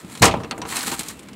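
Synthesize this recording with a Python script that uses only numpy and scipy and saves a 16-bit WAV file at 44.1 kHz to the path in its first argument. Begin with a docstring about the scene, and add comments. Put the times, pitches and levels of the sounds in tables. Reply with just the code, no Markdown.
"""A squirrel rummaging in a lined rubbish bin, outdoors; one microphone just above the rim.
After a few faint taps, trash drops against the bin with a clattering knock that overloads the microphone.
Claws and settling scraps tick on the hard plastic. Then the animal climbs through a thin plastic bag,
whose creases crinkle and folds snap; two faint squeaks sound as the rustle dies.
Throughout, the bin's hollow colours everything, over faint outdoor noise."""
import sys
import numpy as np
from scipy import signal
from scipy.fft import rfft, irfft
from scipy.io import wavfile

SR = 44100
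rng = np.random.default_rng(int(sys.argv[2]) if len(sys.argv) > 2 else 0)


def inscribe(sig):
    """Save sig as 16-bit PCM at rate SR to the path in sys.argv[1].

    A 1-D sig is mono; a 2-D sig holds one channel per row.
    Samples are clipped to [-1, 1] before scaling.
    """
    pcm = np.round(np.clip(np.atleast_2d(sig).T, -1, 1) * 32767)
    wavfile.write(sys.argv[1], SR, pcm.astype(np.int16))


N = 59535
TIME_S = np.arange(N) / SR
BANDS_HZ = 31.25 * 2 ** (np.arange(28) / 3)


# blows of trash on the bin: start_s, boom_db, body_db, crack_db, splinter_db, ring_length_ratio
BLOWS = [(0.21, -13.5, -46, -64, -66, 0.88), (.218, -23, -21, -19, -22, .8),
         (0.2209, -5.5, -10.5, -14, -5.5, 0.72), (0.2261, -12.5, -5, -6, -8, 1.14),
         (.240, -18, -29, -18, -9, 0.76), (0.2528, -21, -26, -11, -9, 0.85),
         (0.2684, -15, -25, -46, -17, 0.7), (.280, -20, -17, -19, -25.5, 0.75),
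         (0.31, -35, -52, -20, -37, 1.47), (.327, -26, -48, -48, -54, .9),
         (0.339, -17.5, -12.5, -35, -40, 0.46), (0.371, -19, -31.5, -43, -60, 0.61),
         (.401, -25.5, -27.5, -44.5, -46, 0.91)]
# tone of a blow: band_hz, level_db
BLOW_COLOUR = [(30, -39), (60, -22), (115, -1.5), (200, -5.5), (400, -5.5), (900, -2), (1800, 3),
               (2700, -4), (4400, -3), (7500, 0.5), (11000, -11.5), (16000, -19)]
# decay of its echoes: band_hz, t60_s
BLOW_DECAY = [(60, 0.64), (130, 0.15), (300, 0.36), (900, 0.23), (1700, 0.097), (2700, .17), (5000, 0.11),
              (14000, 0.1)]

def trash_knock():
    """Trash drops against the bin: a soft push, then a cluster of blows and damped bounces."""
    blows = np.array(BLOWS)
    return bin_hits(blows[:, :-1], (130, 900, 2600, 8000), BLOW_COLOUR, BLOW_DECAY,
                    attack_s=0.0014, ring_lengths=blows[:, -1])


# taps on hard plastic: start_s, hollow_db, body_db, snap_db, fizz_db, ring_pitch_hz, ring_db
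TAPS = [(.046, -38, -53, -55, -48, 167.3, -29.5), (.097, -38.5, -50, -52, -45, 114.3, -34.5),
        (0.1512, -76, -38.5, -41.5, -36, 4100, -42), (.174, -44, -54, -43, -37, 4200, -43),
        (.196, -52, -65, -54, -37, 4100, -38), (.434, -29, -39, -43, -50, 5600, -38.5),
        (0.444, -39, -32, -46, -55, 2700, -32), (0.5101, -32, -25, -28.5, -36, 4370, -26),
        (0.5787, -28, -32, -54, -34, 6800, -45), (0.6168, -45, -35, -31.5, -40, 5770, -32.5),
        (0.62, -53, -27, -70, -62, 972, -20.5), (0.6512, -37, -29, -44, -57, 6370, -44),
        (.806, -47, -56, -26.5, -50, 4150, -26), (0.836, -37.5, -42, -58, -46, 1515, -29),
        (0.924, -42, -56, -44, -44, 936, -29), (1.192, -52, -52, -45, -39, 1500, -45),
        (1.23, -54.5, -56, -54.5, -45, 7400, -66), (1.285, -78, -45, -47.5, -45, 2300, -50),
        (1.3315, -74, -56, -48, -47.5, 2930, -45)]
# tone of a tap: band_hz, level_db
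TAP_COLOUR = [(30, -29), (100, -14.5), (250, -2), (900, 0), (1700, 2), (3000, 4.5), (8000, 5.5),
              (16000, -20.5)]
# decay of its echoes: band_hz, t60_s
TAP_DECAY = [(100, 1), (400, 0.26), (1000, 0.15), (2500, 0.098), (6000, 0.022), (14000, 0.11)]

def ticks():
    """Claws and scraps tap inside the bin; each tapped thing adds a short ring of its own."""
    attack_s, ring_width = 0.00089, 0.031  # width as a share of the pitch
    out = bin_hits([row[:5] for row in TAPS], (250, 1000, 4500, 10000), TAP_COLOUR, TAP_DECAY, attack_s)
    for start_s, *_, pitch_hz, ring_db in TAPS:
        resonance_db = lambda hz: -20 * np.log10(1 + ((hz / pitch_hz - 1) / ring_width) ** 2)
        ring = unit(shaped(rng.standard_normal(N), resonance_db))
        out += undb(ring_db) * ring * fade(start_s, attack_s, t60_s=0.06)
    return out


# modes of the bin, rung by every hit: pitch_hz, level_db
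BIN_RESONANCES = [(58, 6), (84, 4.5), (110, 2.5), (131, 0), (178, 1), (232, -10), (321, 1.5), (452, 2),
                  (470, 0), (581, -23), (785, 0), (982, -4.5), (1190, -5.5), (1235, -8.5), (1320, -9)]

def bin_hits(rows, columns_hz, colour, decay, attack_s, ring_lengths=1):
    """Each hit (a start, then levels at columns_hz) is a brief contact, echoes and the bin's ringing."""
    starts_s = np.array(rows)[:, :1]
    ring_lengths = np.reshape(ring_lengths, (-1, 1))
    contacts = undb(1) * fade(starts_s, attack_s, t60_s=0.029)
    rings = fade(starts_s, attack_s, t60_s=ring_lengths * 0.33)

    def summed_envelope(hz, envelopes):
        """Overlapping hits add in power, each at its own level for this frequency."""
        gains = undb([at(hz, list(zip(columns_hz, levels_db))) for _, *levels_db in rows])
        return undb(at(hz, colour)) * np.sqrt(gains ** 2 @ envelopes ** 2)

    out = np.zeros(N)
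    for hz in BANDS_HZ:
        echoes = fade(starts_s, attack_s, ring_lengths * at(hz, decay))
        out += summed_envelope(hz, np.hypot(contacts, echoes)) * noise(hz)
    for hz, level_db in BIN_RESONANCES:
        mode = np.sin(2 * np.pi * (hz * TIME_S + rng.random()))
        out += undb(level_db - 3) * summed_envelope(hz, rings) * mode
    return out / 2


# how hard the squirrel moves the bag: time_s, level_db
BAG_MOVEMENT = [(0, -44), (0.048, -56), (0.129, -40.5), (.2, -46.5), (.3, -52), (.64, -59.5), (.69, -31.5),
                (0.723, -28.5), (0.738, -33.5), (0.763, -23), (.805, -31.5), (.825, -26.5), (.855, -31),
                (0.881, -23), (0.907, -32), (0.936, -27.5), (.975, -39.5), (1.01, -28), (1.029, -41.5),
                (1.11, -36.5), (1.15, -51.5), (1.35, -59.5)]
# tone of the plastic film: band_hz, level_db
FILM_COLOUR = [(40, -40), (100, -25.5), (200, -16.5), (400, -11), (550, -17.5), (800, -4), (1100, -2),
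               (1800, 1.5), (3000, -1), (4200, 0), (5600, -2.5), (8000, 6), (11000, 1), (16000, -6.5)]

def crinkle():
    """Thousands of tiny creases buckle, each click smeared by echoes off the bin's walls."""
    creases_per_s, spread_db = 3000, 3
    effort = undb(np.interp(TIME_S, *np.array(BAG_MOVEMENT).T))
    sizes = undb(spread_db * np.minimum(rng.exponential(size=N), 4))
    signs = rng.choice([-1, 1], N)
    creases = sizes * signs * (rng.random(N) < creases_per_s / SR)
    echo_power = signal.fftconvolve(creases ** 2, fade(0, attack_s=0.001, t60_s=0.018) ** 2)[:N]
    echo = np.sqrt(np.abs(echo_power)) * rng.standard_normal(N)
    clicks = unit(creases) + undb(-0.5) * unit(echo)
    rustle = shaped(clicks, lambda hz: at(hz, FILM_COLOUR) - 10 * np.log10(hz))  # per band to per hertz
    return undb(1.5) * effort * unit(rustle)


# larger folds snapping over, some with a footfall: start_s, footfall_db, body_db, snap_db
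FOLD_SNAPS = [(.723, -23.5, -23.5, -41), (.7615, -31, -35, -34), (.767, -28, -28, -24),
              (.7896, -21, -43, -28.5), (.829, -47, -47, -30), (.874, -14, -32, -56),
              (.9165, -15.5, -28, -31), (.9926, -16.5, -37, -24), (1.0321, -40, -43, -35),
              (1.0839, -25, -52, -27), (1.103, -40, -47, -42)]
# decay of their echoes: band_hz, t60_s
FOLD_DECAY = [(200, 0.12), (1000, 0.22), (4000, 0.09), (14000, 0.017)]
# resonances of the stretched film: centre_hz, width_hz, gain_db
FILM_PEAKS = [(4140, 290, 4), (7270, 250, 2.5)]

def bag():
    """Larger folds snap amid the crinkle as the squirrel climbs; the stretched film colours both."""
    creases = crinkle()
    folds = bin_hits(FOLD_SNAPS, (300, 1200, 7000), FILM_COLOUR, FOLD_DECAY, attack_s=0.0008)
    return shaped(creases + folds, lambda hz: bumps(hz, FILM_PEAKS))


# faint squeaks as the rustle dies: middle_s, length_s, pitch_hz, level_db
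THIN_SQUEAKS = [(1.166, 0.037, 2700, -50), (1.277, 0.048, 2287, -53)]

def squeaks():
    """Thin, pure tones that swell and fade."""
    out = np.zeros(N)
    for middle_s, length_s, pitch_hz, level_db in THIN_SQUEAKS:
        swell = np.exp(-(2 * (TIME_S - middle_s) / length_s) ** 2)
        out += undb(level_db) * swell * np.sin(2 * np.pi * pitch_hz * TIME_S)
    return out


# outdoor ambience at the rim: band_hz, level_db
AMBIENCE = [(25, -66), (60, -9), (110, -12.5), (170, -2), (250, 1), (400, -4.5), (700, -11.5), (1500, -8.5),
            (3000, -12), (8000, -25), (16000, -22)]

def outdoors():
    """Faint steady noise, humming in the hollow of the bin."""
    return undb(-47.5) * sum(undb(at(hz, AMBIENCE)) * noise(hz) for hz in BANDS_HZ)


def undb(db):
    """Decibels to gain."""
    return 10 ** (np.asarray(db) / 20)


def at(hz, points):
    """Read (frequency_hz, value) points on a log-frequency axis."""
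    points_hz, values = np.array(points, float).T
    return np.interp(np.log(hz), np.log(points_hz), values)


def unit(x):
    """Scale to rms 1."""
    return x / np.sqrt(np.mean(x ** 2))


def noise(hz):
    """Third-octave noise of rms 1."""
    edge = 2 ** (1 / 6)
    bandpass = signal.butter(2, [hz / edge, hz * edge], "band", fs=SR, output="sos")
    return unit(signal.sosfilt(bandpass, rng.standard_normal(N)))


def fade(start_s, attack_s, t60_s):
    """A quick rise and an exponential decay."""
    age_s = np.maximum(TIME_S - start_s, 0)
    return np.minimum(age_s / attack_s, 1) * np.exp(-np.log(1000) * age_s / t60_s)


def shaped(x, gain_db):
    """Filter by a function that gives dB for each frequency."""
    hz = np.maximum(np.arange(N + 1) * SR / (2 * N), 1)
    return irfft(rfft(x, 2 * N) * undb(gain_db(hz)))[:N]


def bumps(hz, rows):
    """Bell-shaped peaks or dips, in dB."""
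    return sum(db * np.exp(-((hz - centre) / width) ** 2) for centre, width, db in rows)


# dips where the bin's echoes cancel: centre_hz, width_hz, gain_db
HOLLOW_DIPS = [(387, 26, -2.5), (1650, 300, -2.5)]

def scene():
    """Everything as it arrives just above the rim, coloured by the bin's hollow, in mono."""
    mix = trash_knock() + ticks() + bag() + squeaks() + outdoors()
    return shaped(mix, lambda hz: bumps(hz, HOLLOW_DIPS))[None]


def record(dry):
    """The deepest rumble is removed; the close microphone flattens the loudest peaks and cuts the top."""
    rumble_hz, top_hz = 43.8, 15700
    ceiling, knee = 0.72, 6
    low_cut = signal.butter(4, rumble_hz, "high", fs=SR, output="sos")
    high_cut = signal.ellip(10, 0.2, 80, top_hz, fs=SR, output="sos")
    trimmed = signal.sosfilt(low_cut, dry)
    clipped = trimmed / (4.5 + np.abs(trimmed / ceiling) ** knee) ** (1 / knee)
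    return signal.sosfilt(high_cut, clipped)


dry = scene()
out = record(dry)
inscribe(out)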